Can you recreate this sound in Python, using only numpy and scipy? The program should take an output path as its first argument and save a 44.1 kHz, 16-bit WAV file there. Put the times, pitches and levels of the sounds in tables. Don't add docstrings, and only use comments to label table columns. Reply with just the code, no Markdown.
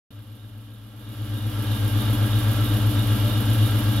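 import sys
import numpy as np
from scipy import signal
from scipy.fft import rfft, irfft
from scipy.io import wavfile
from scipy.ndimage import uniform_filter1d

SR = 44100
rng = np.random.default_rng(int(sys.argv[2]) if len(sys.argv) > 2 else 0)


def level_to_linear(level):
    exponent = np.asarray(level, float) / 20
    return 10 ** exponent


def master(y):
    cut = np.clip(np.atleast_2d(y).T, -1, 1)
    pcm = np.round(cut * 32767)
    wavfile.write(sys.argv[1], SR, pcm.astype(np.int16))


N = 176400
TIME_S = np.arange(N) / SR
BIN_HZ = np.arange(N // 2 + 1) * SR / N


def rms_one(x):
    return x / np.sqrt(np.mean(x ** 2) + 1e-20)


def in_time(rows):
    s, *columns = np.transpose(rows)
    return [np.interp(TIME_S, s, column) for column in columns]


def at_hz(points):
    hz, value = np.transpose(points)
    return np.interp(np.log(BIN_HZ + 1), np.log(hz), value)


def drift(rate_hz):
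    pole = np.exp(-80 * np.pi * rate_hz / SR)
    draws = rng.standard_normal(N // 40 + 2002)
    slow = signal.lfilter([1], [1, -2 * pole, pole * pole], draws)[2000:]
    return np.interp(np.arange(N) / 40, np.arange(len(slow)), rms_one(slow))


def noise(gain):
    # f/Hz, correlation (0-1)
    likeness = [(60, .99), (290, 0.92), (640, 0.67), (1410, 0.43), (3100, 0.45), (6000, 0), (15000, 0.3)]
    mid, side = rfft(rng.standard_normal((2, N)))
    alike = np.clip(at_hz(likeness), 0, 1)
    shared = np.sqrt(1 + alike) * mid
    apart = np.sqrt(1 - alike) * side * [[1], [-1]]
    return rms_one(irfft(gain * (shared + apart), N))


def band(hz, width_hz, order):
    return (1 + ((BIN_HZ - hz) / (.5 * width_hz)) ** 2) ** (-.5 * order)


def closed(points):
    return level_to_linear(at_hz(points)) * (BIN_HZ > points[0][0]) * (BIN_HZ < points[-1][0])


def cycles():
    # t/s, lead/cycles
    lead = [(0, -.008), (.45, -.014), (.9, -.064), (1.05, -.058), (1.5, -.011), (1.8, .004), (2.1, .004),
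            (2.5, -.005), (3.4, .003), (4, -.001)]
    cycle_hz = 7.853
    return cycle_hz * TIME_S + uniform_filter1d(*in_time(lead), size=4000)


def crickets():
    pulses_hz, near_hz, near_db = 36.9, 2885, -51
    chorus_hz, chorus_width_hz, chorus_db = 2860, 100, -48.5
    trill = np.cos(np.pi * pulses_hz * TIME_S + .25 * drift(2)) ** 2
    flips = np.pi * np.floor(pulses_hz * TIME_S + .5)
    tone = np.sin(2 * np.pi * near_hz * TIME_S + 1.2 * drift(6) + flips)
    near = level_to_linear(near_db + 2 * drift(3)) * rms_one(trill * tone)
    return near + level_to_linear(chorus_db) * noise(band(chorus_hz, chorus_width_hz, order=3))


def katydids():
    period_s, first_s, sharpness = .323, .096, 2.8
    strokes_hz, centre_hz, width_hz, level_db = 45.45, 3715, 410, -47
    throb = np.cos(np.pi * (TIME_S - first_s) / period_s) ** 2
    rasp = 1 + .55 * np.cos(2 * np.pi * strokes_hz * TIME_S + drift(3.7))
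    swell = rms_one(throb ** sharpness * rasp)
    return level_to_linear(level_db) * swell * noise(band(centre_hz, width_hz, order=4))


def bay():
    # f/Hz, width/Hz, level/dB
    panels = [(503, 16, -52.5), (541, 11, -53.5), (593, 17, -48.5), (789, 21, -58), (878.5, 23, -57),
              (1178, 130, -48), (1337.5, 61, -46.5), (1415, 14, -56), (1590, 30, -53), (1613, 14, -51.5),
              (1657, 20, -52), (3340, 56, -54.5)]
    # f/Hz, density/dB per Hz
    whirr = [(30, -10), (70, -21), (165, -1), (250, -6.5), (400, -5.5), (1000, -7.5), (1800, -11.5),
             (2700, -16.5)]
    # f/Hz, density/dB per Hz
    air = [(1530, -31), (2600, -7.5), (2890, -4), (3660, -2.5), (4070, -10.5), (7140, -17), (7940, -21.5),
           (11800, -9), (16000, -26.5)]
    whirr_db, air_db = -38.5, -37
    rings = sum(level_to_linear(db) * noise(band(hz, width_hz, order=2)) for hz, width_hz, db in panels)
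    machinery = rings + level_to_linear(whirr_db) * noise(closed(whirr))
    hiss = level_to_linear(air_db + .5 * drift(6.9)) * noise(closed(air))
    return machinery * level_to_linear(.55 * drift(5.7)) + hiss


def clatter():
    # f/Hz, density/dB per Hz
    colour = [(330, -6.5), (520, 4), (1000, -12), (1350, -6.5), (1650, -4.5), (1800, -17), (4500, -10)]
    level_db, loose_db, contacts = -44, 0, 48
    place = np.sort(rng.random(contacts))
    size = rng.standard_normal(contacts)
    rounds = np.arange(-1, 33)[:, None]
    at = np.interp(rounds + place, cycles(), np.arange(N), left=0, right=0).astype(int)
    clicks = np.zeros(N)
    clicks[at] = size * level_to_linear(loose_db * rng.standard_normal(at.shape))
    return level_to_linear(level_db) * rms_one(irfft(rfft(clicks) * closed(colour), N))


def puffs():
    # f/Hz, density/dB per Hz
    colour = [(400, 7), (1000, -35), (7500, -19), (9500, -11.5), (11800, -1), (13500, -11.5), (16000, -12)]
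    slot_levels = [3.5, -29, -23, 5.5, -7, 7, 2.5, -15]
    level_db, start_slots, rise_s, fall_s = -43, .75, .0032, .011
    slot = np.floor(8 * cycles() - start_slots).astype(int)
    fired = np.flatnonzero(np.diff(slot)) + 1
    kicks = np.zeros(N)
    kicks[fired] = level_to_linear(np.array(slot_levels)[slot[fired] % 8] + rng.normal(0, .93, len(fired)))
    for s in (rise_s, fall_s):
        kicks = signal.lfilter([1], [1, -np.exp(-1 / (s * SR))], kicks)
    return level_to_linear(level_db) * rms_one(kicks) * noise(closed(colour))


def exhaust_hum():
    orders = {6: -40, 7: -57, 8: -43, 9: -56, 10: -52, 11: -45, 12: -55, 13: -26, 14: -23, 15: -33, 16: -41,
              24: -50, 25: -51, 26: -45, 27: -42, 29: -41, 31: -50, 32: -44, 33: -49, 35: -49, 36: -46, 37:
              -39, 39: -41, 40: -48}
    # t/s, lower/dB, upper/dB
    banks = [(.1, 3, -1), (.5, 2, 2), (.8, -8, 1), (1.1, 0.1, -4), (1.25, 5.5, -2), (1.4, 5, -3),
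             (1.55, 2.5, -2), (1.9, 3, -2), (2.2, -1.5, 0.3), (2.45, 1, 0), (2.7, 0, -1.2), (2.9, 3, 0),
             (3.0, -2, -.5), (3.2, 3, 0), (3.4, -3, -2.5), (3.6, 2.5, 3.5), (3.75, 1.5, -3.5), (4, -0.5, 0)]
    crests = [(14, .615, .175), (17, -.18, 0), (27, -.16, .01), (33, -.34, 0), (37, .228, .088)]
    wander_db, wander_rad, wander_hz = .6, .06, 4
    elapsed = cycles()
    banks_db = dict(zip((13, 14), in_time(banks)))
    hum = 0
    for order, db in orders.items():
        centre, crest, delay = min(crests, key=lambda mode: abs(mode[0] - order))
        above = order - centre
        turn = order * elapsed - crest * above ** 1 - delay * above ** 2
        loose = order / 14
        level = level_to_linear(db + banks_db.get(order, 0) + wander_db * loose * drift(wander_hz))
        phase = 2 * np.pi * turn + wander_rad * loose * drift(wander_hz)
        hum = hum + np.sqrt(2) * level * np.cos(phase)
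    return hum


def exhaust_breath():
    # f/Hz, width/Hz, level/dB
    pipe = [(99.3, 12, -42.5), (206, 18, -41.5), (231, 24, -43.5), (295, 40, -41), (49, 15, -45.5)]
    return sum(level_to_linear(db) * noise(band(hz, width_hz, order=2)) for hz, width_hz, db in pipe)


def scene():
    insects = crickets() + katydids()
    engine = bay() + clatter() + puffs()
    return insects + engine + exhaust_hum() + exhaust_breath()


def roll_off(x):
    return signal.sosfilt(signal.butter(12, 16110, fs=SR, output="sos"), x)


def record(dry):
    # f/Hz, level/dB
    left_level = [(110, 1.8), (290, 2), (640, 0.1), (3100, -1.5), (5500, -6), (6500, 0.2), (11600, -23.5),
                  (15800, .3)]
    # f/Hz, phase/rad
    left_lead = [(30, 0.02), (110, 0.11), (690, 0.55), (1120, 0.2), (3000, 0.046), (3700, 1.4)]
    # f/Hz, width/Hz, share removed (0-1)
    notches = [(6240, 500, .45), (8060, 150, 0.37), (2650, 91, 0.62)]
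    # t/s, level/dB
    fade = [
        (0, -21),
        (.95, -19.5),
        (1.5, -6),
        (2.05, 0),
        (4, 0.8),
    ]
    start_s, open_s, top_hz = .1052, .0015, 15800
    ratio = level_to_linear(at_hz(left_level)) * np.exp(1j * at_hz(left_lead))
    right = np.sqrt(2 / (1 + np.abs(ratio) ** 2)) * (BIN_HZ < top_hz)
    for hz, width_hz, share in notches:
        right = right * (1 - np.clip(share, 0, 1) * band(hz, width_hz, order=2))
    ports = irfft(rfft(dry) * [right * ratio, right], N)
    s, db = np.transpose(fade)
    level = np.interp(TIME_S, s, level_to_linear(db))
    opening = np.clip((TIME_S - start_s) / open_s, 0, 1)
    return roll_off(ports * level * opening)


dry = scene()
out = record(dry)
master(out)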